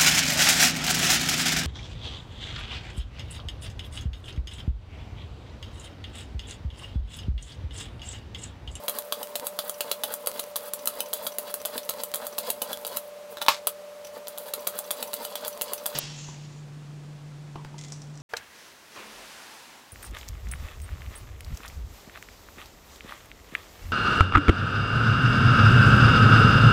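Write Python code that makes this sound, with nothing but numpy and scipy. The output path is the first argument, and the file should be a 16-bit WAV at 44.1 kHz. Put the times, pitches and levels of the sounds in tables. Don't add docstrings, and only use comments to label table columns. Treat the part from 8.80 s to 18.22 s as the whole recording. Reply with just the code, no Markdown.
import sys
import numpy as np
from scipy import signal
from scipy.fft import rfft, irfft
from scipy.io import wavfile

SR = 44100
rng = np.random.default_rng(int(sys.argv[2]) if len(sys.argv) > 2 else 0)


def to_wav(sig):
    pcm = np.clip(np.atleast_2d(sig), -1, 1) * 32767
    pcm = np.round(pcm).astype(np.int16)
    wavfile.write(sys.argv[1], SR, pcm.T)


N = 415418
TIME_S = np.arange(N) / SR

# t/s, pressure/dB, clack/dB, clink/dB, clack-to-clink delay/s, bite/dB
PUSHES = [(0.0812, 1.5, 3, -1.5, 0.0044, -1), (0.3233, -6.5, 5, -9, 0.0022, -10),
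          (.555, -11, 1.5, -5, 0.0045, -10), (0.7893, -9, 4, -9, 0.0043, -3),
          (1.0068, -6, 3.5, -6, 0.0038, -4.5), (1.2354, 1, 3.5, -2, 0.0039, 1.5),
          (1.471, -2, 0.5, 1.5, 0.00081, -4), (1.7582, -6.5, 1, -1.5, 0.0049, -8),
          (2.0731, -6.5, 1, 3, 0.001, -3), (2.3308, -0.5, -0.5, 1, 0.0049, -15),
          (2.584, -6.5, -7, -1, 0.00057, -3), (2.8512, -2.5, -1, -1, 0.0052, -1.5),
          (3.0912, -8, 0, -1, 0.004, -7), (3.3393, -6, 0.5, -1.5, 0.0049, -5),
          (3.5818, 0, 0.5, 0, 0.0043, -1), (3.818, 1, 1, -1, 0.0032, -2),
          (4.049, -0.5, -2.5, -7, 0.018, -3), (5.576, -21, -9.5, -8.5, 0.0069, -7.5),
          (5.87, -19, 0, 2, 0.0034, -1), (6.1067, -10, 1.5, 0, 0.0045, -5),
          (6.3325, -7, -3, -2.5, 0.0067, -5), (6.555, -0.5, -1, -12, 0.0019, 1.5),
          (6.8121, -10, -0.5, 0.5, 0.0064, -10), (7.0582, -7.5, -1.5, 0.5, 0.0045, 1)]
# t/s, pressure/dB, clack/dB, clink/dB, clack-to-clink delay/s
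PULLS = [(0.1857, -2, -7, 0, 0.001), (0.429, 6, -5.5, -5, 0.0016), (0.6677, -1, -5, 0.5, 0.00092),
         (0.8946, -9, -6, 0.5, 0.001), (1.114, 1, 9, 1, 0.0021), (1.3381, 2, -14, 0, 0.0012),
         (1.5938, 3, 1.5, -0.5, 0.003), (1.9343, 5, -8, 1, 0.0014), (2.2041, 1, 2.5, 1.5, 0.00092),
         (2.4669, -6, 3.5, -0.5, 0.0038), (2.74, 2, -6, 1, 0.00091), (2.9785, 0, 2, -3.5, 0.0011),
         (3.2348, -14, -4.5, -0.5, 0.00073), (3.467, 2, -12, -3, .001), (3.701, 3, 0, 5, 0.0019),
         (3.93, 7, 0, -4.5, 0.00087), (4.1696, -24, 0, 2, 0.00091), (5.471, -7, -5.5, -6.5, 0.011),
         (5.7361, 7, 1, 0, 0.0022), (5.9879, 4, -17, 1, .001), (6.226, 2, 1.5, -2.5, 0.002),
         (6.4496, 13, -1, -6.5, 0.0016), (6.679, 9, -30, -1.5, 0.00095), (6.9331, 2, -5.5, 1, 0.00088),
         (7.1859, -11, -4.5, 3.5, 0.0014)]
# f/Hz, relative level/dB, t60/s
ROD = [(715, -11, .04), (915, -8, .04), (1050, -5, .022), (1310, -9, .028), (1500, -12, .025),
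       (2130, -9, .02), (2800, -5, .015), (3030, -3, .016), (3460, 2.5, .016), (4020, -1.5, .014),
       (4700, -3, .014), (5080, -2, .016), (8690, 0, .01), (10850, -4, .01)]
# f/Hz, relative level/dB, t60/s
SPRING = [(2050, 0, .15), (2770, -1, .06), (3480, 0, .06), (5850, -2, .05)]


def amp(db):
    return 10 ** (np.asarray(db) / 20)


def unit_rms(x):
    return x / np.sqrt(np.mean(x ** 2) + 1e-20)


def unit_energy(x):
    return x / np.sqrt(np.sum(x ** 2) + 1e-20)


def add(mix, start_s, sound):
    part = mix[round(start_s * SR):][:len(sound)]
    part += sound[:len(part)]


def convolve(x, response):
    return signal.oaconvolve(x, response)[:len(x)]


def read_curve(points, hz):
    f, value = np.transpose(points)
    return np.interp(np.log(hz + 1), np.log(f + 1), value)


def three_bands(hz):
    low = 1 / (1 + (hz / 2200) ** 10)
    high = 1 - 1 / (1 + (hz / 6400) ** 10)
    return np.sqrt([low, abs(1 - low - high), high])


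def colour(points, band=None, size=2048):
    hz = np.fft.rfftfreq(size, 1 / SR)
    gain = amp(read_curve(points, hz))
    if band is not None:
        gain = gain * three_bands(hz)[band]
    cepstrum = irfft(np.log(gain + 1e-4 * gain.max()))
    cepstrum[1:size // 2] *= 2
    cepstrum[size // 2 + 1:] = 0
    return unit_energy(irfft(np.exp(rfft(cepstrum)))[:size // 2])


def drift(rate_hz):
    hz = np.fft.rfftfreq(N, 1 / SR)
    spectrum = rfft(rng.standard_normal(N)) * np.exp(-(hz / rate_hz) ** 2)
    return unit_rms(irfft(spectrum, N))


def ring(modes, size=11025):
    t = np.arange(size) / SR
    sines = np.zeros(size)
    for hz, db, t60_s in modes:
        sines += amp(db - 60 * t / t60_s) * np.sin(2 * np.pi * hz * t)
    high_pass = signal.butter(2, 300, "high", fs=SR, output="sos")
    return unit_energy(signal.sosfilt(high_pass, sines))


def ringing(x, modes, ring_db):
    return x + amp(ring_db) * convolve(x, ring(modes))


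def blow(response, db, decay_s):
    u = np.arange(SR // 50) / SR / decay_s
    burst = rng.standard_normal(len(u)) * np.sqrt(u) * np.exp(-u)
    spectrum = rfft(np.roll(burst, 12))
    crunch = irfft(spectrum / abs(spectrum) ** .75)[:len(u) // 2]
    return amp(db) * np.sqrt(.003 * SR) * unit_energy(signal.fftconvolve(crunch, response))


def hits(table, spectrum, decay_s):
    out, response = np.zeros(N), colour(spectrum)
    for s, db in table:
        add(out, s, blow(response, db, decay_s))
    return out


def room(x, t60_s, build_up_s, shift_hz=(1.9, 3.1)):
    t = np.arange(SR // 2) / SR
    fade = amp(-60 * t / t60_s) * (1 - np.exp(-(t / build_up_s) ** 2))
    a, b = 2 * np.pi * np.outer(shift_hz, TIME_S)
    shares = np.cos(a), np.sin(a) * np.cos(b), np.sin(a) * np.sin(b)
    out = np.zeros(N)
    for share in shares:
        out += convolve(x * share, unit_energy(rng.standard_normal(len(t)) * fade))
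    return out


def air(spectrum):
    return convolve(rng.standard_normal(N), colour(spectrum, size=8192))


def hum(speed, waver_cycles=0.0049):
    # f/Hz, relative level/dB
    lines = [(47.5, -22), (100.1, -25), (141.3, -18), (147.2, 0), (153.15, -11), (300, -23)]
    lag_s = waver_cycles / 147 * drift(speed)
    out = np.zeros(N)
    for hz, db in lines:
        cycles = hz * (speed * TIME_S + lag_s) + rng.random()
        out += amp(db) * np.sin(2 * np.pi * cycles)
    return np.sqrt(2) * out


def grit(grains_per_s=4400, grain_db=3.5):
    size = amp(grain_db * np.minimum(rng.exponential(1, N), 4))
    broken = rng.random(N) < grains_per_s / SR
    return unit_rms(size * rng.standard_normal(N) * broken)


def stroke_length(start_s, longest_s=0.135):
    return min([longest_s] + [row[0] - start_s for row in PUSHES + PULLS if row[0] > start_s])


def swing(length_s, peak, drag):
    travel = np.arange(0, length_s, 1 / SR) / length_s
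    bend = np.log(.5) / np.log(np.clip(peak, .1, .95))
    arch = np.sin(np.pi * travel ** bend)
    return drag + (1 - drag) * arch


def scrape(chatter_db=3.0):
    # t/s, length/s, pressure/dB re a usual pull
    brushes = [(0.0, 0.068, 19), (4.494, 0.049, 14), (5.331, 0.057, 9)]
    # f/Hz, gain/dB
    spectrum = [(80, -25), (160, -10), (235, 5.5), (340, -12.5), (480, 8), (750, -5), (1000, 1.5),
                (1700, -10.5), (2400, -15.5), (3000, -13.5), (4200, -5), (6000, -12.5), (8000, -5.5),
                (9500, -2.5), (10900, 2.5), (13000, 0.5), (13800, 4), (15100, -0.5), (16000, 5.5)]
    push_db, pull_db = (-44, -46.5, -38.5), (-55, -62, -49)
    db_per_pressure_db, drag = (0.36, 0.4, 0.14), (0.38, 0.49, 0.44)
    push_peak, pull_peak = (0.81, 0.87, 0.9), 0.6
    growth_db_per_s, midway_s = (0.14, 1, 0), 3.5
    light = [(s, stroke_length(s), pressure) for s, pressure, *_ in PULLS] + brushes
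    out = np.zeros(N)
    for band in range(3):
        drive, law = np.zeros(N), db_per_pressure_db[band]
        for s, pressure, *_ in PUSHES:
            arch = swing(stroke_length(s), push_peak[band], drag[band])
            add(drive, s, amp(push_db[band] + law * pressure) * arch)
        for s, length_s, pressure in light:
            arch = swing(length_s, pull_peak, drag[band])
            add(drive, s, amp(pull_db[band] + law * pressure) * arch)
        growth_db = growth_db_per_s[band] * (TIME_S - midway_s)
        drive *= amp(growth_db + chatter_db * drift(69))
        out += convolve(grit() * drive, colour(spectrum, band))
    return out


def resonate(x, hz, width_hz):
    turn = np.exp(2j * np.pi * np.cumsum(hz) / SR)
    r = np.exp(-np.pi * width_hz * 1.55 / SR)
    return 2 * (turn * signal.lfilter([(1 - r) ** 2], [1, -2 * r, r * r], x / turn)).real


def bite(glide=0.11, detune=0.02, clump_db=1.5):
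    # f/Hz, width/Hz, gain/dB
    blade = [(1060, 890, -9), (1560, 380, 4), (3600, 1300, -2)]
    usual_db, peak = -46, 0.77
    grains = grit(grains_per_s=2500, grain_db=4.5) * unit_rms(amp(clump_db * drift(70)))
    out = np.zeros(N)
    for s, *_, bite_db in PUSHES:
        speed = swing(stroke_length(s), peak, 0)
        shift = 1 + glide * (np.linspace(0, 1, len(speed)) - peak)
        drive = grains[round(s * SR):][:len(speed)]
        rasp = np.zeros(len(drive))
        for hz, width_hz, db in blade:
            curve_hz = hz * shift * (1 + detune * rng.standard_normal())
            rasp += amp(db) * resonate(drive, curve_hz, width_hz)
        add(out, s, amp(usual_db + bite_db) * speed ** 2 * unit_rms(rasp))
    return out


def holder_contacts():
    # t/s, clack/dB re a usual pull clack, clink/dB re a usual push clink
    between = [(0.0958, -18, -2.5), (1.461, -13, -10), (2.057, -21, -4), (3.107, -5, -21),
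               (3.3572, -6.5, -5), (4.076, -10, -11), (4.6238, -4, -9), (4.6875, -3, -1),
               (4.8705, 5.5, 4.5), (4.8742, -1.5, -3.5)]
    push_clack_db, push_clink_db = (-32.5, -29.5, -28.5), (-34.5, -42, -19.5)
    pull_clack_db, pull_clink_db = (-37, -31.5, -35.5), (-35.5, -41.5, -22)
    kinds = (PUSHES, push_clack_db, push_clink_db), (PULLS, pull_clack_db, pull_clink_db)
    rows = []
    for strokes, usual_clack, usual_clink in kinds:
        for s, _, clack_db, clink_db, rebound_s, *_ in strokes:
            rows += [(s, clack_db, usual_clack), (s + rebound_s, clink_db, usual_clink)]
    for s, clack_db, clink_db in between:
        rows += [(s, clack_db, pull_clack_db), (s, clink_db, push_clink_db)]
    return rows


def rod_modes(spread_db=8.0, detune=.006):
    hz, db, t60_s = np.transpose(ROD)
    pitch_chance, level_chance = rng.standard_normal((2, len(ROD)))
    return zip(hz * (1 + detune * pitch_chance), db + spread_db * level_chance, t60_s)


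def knocks(ring_db=-16.0):
    # f/Hz, gain/dB
    spectrum = [(100, -21), (235, -3.5), (340, -10.5), (550, 4.5), (800, -3), (1400, -1.5), (1800, -9.5),
                (2350, -12.5), (3000, -3), (4000, 1), (5300, -9), (7800, -7.5), (9600, -4), (11200, -1.5),
                (15100, -4), (16000, -3.5)]
    decay_s, jig_db = (.00045, .0005, .00054), (-9, -8, -11)
    out, rows = np.zeros(N), holder_contacts()
    rings = [ring(rod_modes(), size=1024) for _ in rows]
    for band in range(3):
        contacts, response = np.zeros(N), colour(spectrum, band)
        for (s, db, usual_db), rod in zip(rows, rings):
            with_rod = response + amp(ring_db) * convolve(response, rod)
            add(contacts, s, blow(with_rod, usual_db[band] + db, decay_s[band]))
        out += contacts + amp(jig_db[band]) * room(contacts, t60_s=0.0046, build_up_s=0.0014)
    return out


def specks(per_s=16, db=-36):
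    # t/s, sample level/dB
    clicks = [(0.223, -18), (.4725, -18), (.598, -10), (1.516, -14), (1.64, -15), (1.808, -21),
              (2.817, -16), (3.139, -16), (3.317, -16), (3.9737, -13.5), (4.651, -19), (6.6497, -9.5),
              (6.776, -18)]
    out = amp(db) * rng.standard_normal(N) * (rng.random(N) < per_s / SR)
    for s, peak_db in clicks:
        add(out, s, amp([peak_db]))
    return out


def squeaks():
    # t/s, level/dB
    events = [(.941, -40), (1.63, -41), (1.99, -40), (2.258, -39.5), (2.519, -39.5), (2.8, -41),
              (3.031, -39.5), (3.525, -42), (5.246, -38), (5.268, -39.5), (5.792, -42), (6.04, -43),
              (6.273, -41), (6.727, -40.5), (6.978, -36)]
    # f/Hz, gain/dB
    spectrum = [(2000, -13.5), (3000, -6), (3700, -11), (5400, -8), (6100, 1.5), (6700, -19), (7500, -13.5)]
    return hits(events, spectrum, decay_s=0.0038)


def flurry(start_s, length_s, per_s, first_db, fall_db_per_s, spread_db=3.0):
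    when, strength = rng.random(size=(64, 2)).T
    age_s = (np.arange(len(when)) + when) / per_s
    db = first_db - fall_db_per_s * age_s + spread_db * (2 * strength - 1)
    return list(zip(start_s + age_s[age_s < length_s], db))


def clunk(crack_db=1, clatter_db=-10, base_ring_db=10):
    # t/s, level/dB
    jiggles = [(4.5705, -33.5), (4.577, -44), (4.583, -39), (4.6125, -39), (4.6158, -24), (4.6205, -31),
               (4.6275, -36), (4.663, -28)]
    # t/s, relative level/dB
    landings = [(4.6835, -9.5), (4.6872, -19), (4.697, -37)]
    # t/s, level/dB
    rebounds = [(4.7225, -33), (4.745, -34.5), (4.766, -43)]
    # f/Hz, relative level/dB, t60/s
    base = [(915, 2, .19), (1071, 3, .07), (1270, 1, .08), (1495, -4, .08), (1622, -6, .14), (1771, -1, .1),
            (2150, -3, .08), (2650, 2, .07), (3273, -3, .08), (3390, -4, .12), (3860, -3, .13),
            (3985, -1, .09), (4170, -3, .09), (4815, -10, .15)]
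    # f/Hz, gain/dB
    jiggle_spectrum = [(100, -22), (600, -3), (1400, 1), (1750, -4), (2100, -13), (2900, -11), (3600, 2),
                       (4200, -8), (6500, -16), (15500, -16)]
    crack_spectrum = [(70, -48), (260, -12), (420, -13), (600, -4), (780, -4), (950, 9), (1150, 9.5),
                      (1500, 4), (2100, -5), (2680, 2), (3100, -2), (4000, -1), (5500, -9), (7000, -19),
                      (15500, -22)]
    rattle_spectrum = [(400, -18), (1000, -1), (2000, -3), (3000, -3), (4100, 0), (5500, -4), (8000, -10),
                       (9500, -17), (15000, -20)]
    contacts = amp(crack_db) * hits(landings, crack_spectrum, decay_s=0.00011)
    contacts += hits(jiggles, jiggle_spectrum, decay_s=0.0011)
    out = contacts + amp(clatter_db) * room(contacts, t60_s=0.0078, build_up_s=0.00025)
    metal = ring(base)
    for s, db in landings:
        add(out, s, amp(db + base_ring_db) * metal)
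    rattle = flurry(4.686, length_s=.105, per_s=600, first_db=-30.5, fall_db_per_s=235)
    return out + hits(rebounds + rattle, rattle_spectrum, decay_s=0.00022)


def slide(width_hz=900, unevenness_db=1.5, spring_db=-21):
    # t/s, pitch/Hz, level/dB
    hiss_curve = [(7.362, 7000, -50.5), (7.45, 6500, -51.5), (7.6, 6800, -68), (7.802, 6930, -64)]
    # f/Hz, gain/dB
    spectrum = [(500, -3.5), (1650, -6.5), (2000, -2.5), (2250, -4), (2750, 3.5), (4000, 0.5), (5500, 1),
                (7400, -4.5), (8800, -15), (14000, -43)]
    start_s, end_s = 7.151, 7.8
    jolt_db, jolt_fall_db_per_s, rub_db, rub_fall_db_per_s = -36, 449, -39, 40
    age_s = np.arange(0, end_s - start_s, 1 / SR)
    jolt = amp(jolt_db - jolt_fall_db_per_s * age_s)
    level = np.zeros(N)
    add(level, start_s, jolt + amp(rub_db - rub_fall_db_per_s * age_s))
    rub = convolve(rng.standard_normal(N), colour(spectrum)) * level
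    rub = ringing(rub, SPRING, spring_db)
    s, hz, db = np.transpose(hiss_curve)
    carrier = np.cos(2 * np.pi * np.cumsum(np.interp(TIME_S, s, hz)) / SR)
    hiss = unit_rms(drift(width_hz) * carrier)
    hiss *= np.interp(TIME_S, s, amp(db), left=0, right=0)
    return amp(unevenness_db * drift(83)) * (rub + hiss)


def handling(table_db=-27, spring_db=-20):
    # t/s, level/dB
    bump_events = [(7.485, -39), (8.756, -30), (8.94, -41)]
    tap_events = [(8.847, -35.5)]
    rustle_events = [(8.981, -43), (8.989, -40.5), (9.011, -41), (9.037, -42), (9.046, -43), (9.083, -48)]
    tick_events = [(9.1205, -34), (9.1285, -41), (9.218, -43), (9.354, -51), (9.3745, -46.5), (9.4, -49)]
    # f/Hz, gain/dB
    bump_spectrum = [(100, 2), (380, 0), (550, -14.5), (950, 4), (1250, -6), (1800, -24), (2800, -17),
                     (4000, -25), (14000, -47)]
    tap_spectrum = [(160, 7.5), (400, -4), (1450, -2), (2900, -13), (5000, -16), (14000, -34)]
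    rustle_spectrum = [(900, -7), (1750, -15), (2050, 0), (2500, -7), (3500, 2), (4300, -3), (7000, 3.5),
                       (9500, -14), (14000, -33)]
    tick_spectrum = [(900, -3), (2700, -14), (4500, -6), (5750, 8), (6600, -3), (7800, 0), (9200, -13),
                     (14000, -34)]
    # f/Hz, relative level/dB, t60/s
    table_top = [(377, 0, .13), (953, -7, .15)]
    bumps = ringing(hits(bump_events, bump_spectrum, decay_s=0.0029), table_top, table_db)
    taps = hits(tap_events, tap_spectrum, decay_s=0.0018)
    fidget = flurry(8.985, length_s=.4, per_s=36.5, first_db=-46.5, fall_db_per_s=33)
    rustles = hits(rustle_events + fidget, rustle_spectrum, decay_s=0.0021)
    ticks = hits(tick_events, tick_spectrum, decay_s=0.0015)
    return bumps + taps + ringing(rustles, SPRING, spring_db) + ticks


def scene():
    # f/Hz, gain/dB
    fast_air = [(30, -19), (100, -4.5), (160, -10), (230, -2), (320, -6.5), (480, 10), (750, 4.5),
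                (1050, 3), (1600, -3), (3000, -5.5), (7000, -10.5), (15500, -15.5)]
    slow_air = [(25, -9), (50, -21), (80, -3), (130, 9.5), (280, 3), (400, -1.5), (650, -4), (1500, -9.5),
                (4000, -14.5), (7300, -18.5), (10000, -26.5), (15000, -36.5)]
    fast_air_db, slow_air_db, fast_hum_db, slow_hum_db = -49.5, -50.5, -44, -42.5
    rod_ring_db, room_db = -10, -4.0
    fast_gate = np.clip((7.2 - TIME_S) / .01, 0, 1)
    slow_gate = np.clip((TIME_S - 7.149) / .003, 0, 1)

    work = ringing(scrape() + bite(), ROD, rod_ring_db)
    work += knocks() + squeaks() + clunk()
    work = work + amp(room_db) * room(work, t60_s=0.11, build_up_s=0.0003)
    work += specks() + amp(fast_hum_db) * hum(speed=4) + amp(fast_air_db) * air(fast_air)

    after = slide() + handling()
    after = after + amp(room_db) * room(after, t60_s=0.3, build_up_s=0.0013)
    after += amp(slow_hum_db) * hum(speed=1.0) + amp(slow_air_db) * air(slow_air)
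    return (fast_gate * work + slow_gate * after)[None]


def record(dry):
    low_pass = signal.firwin(255, 15880, window=("kaiser", 8), fs=SR)
    return signal.oaconvolve(np.clip(dry, -1, 1), low_pass[None], "same")


dry = scene()
out = record(dry)
to_wav(out)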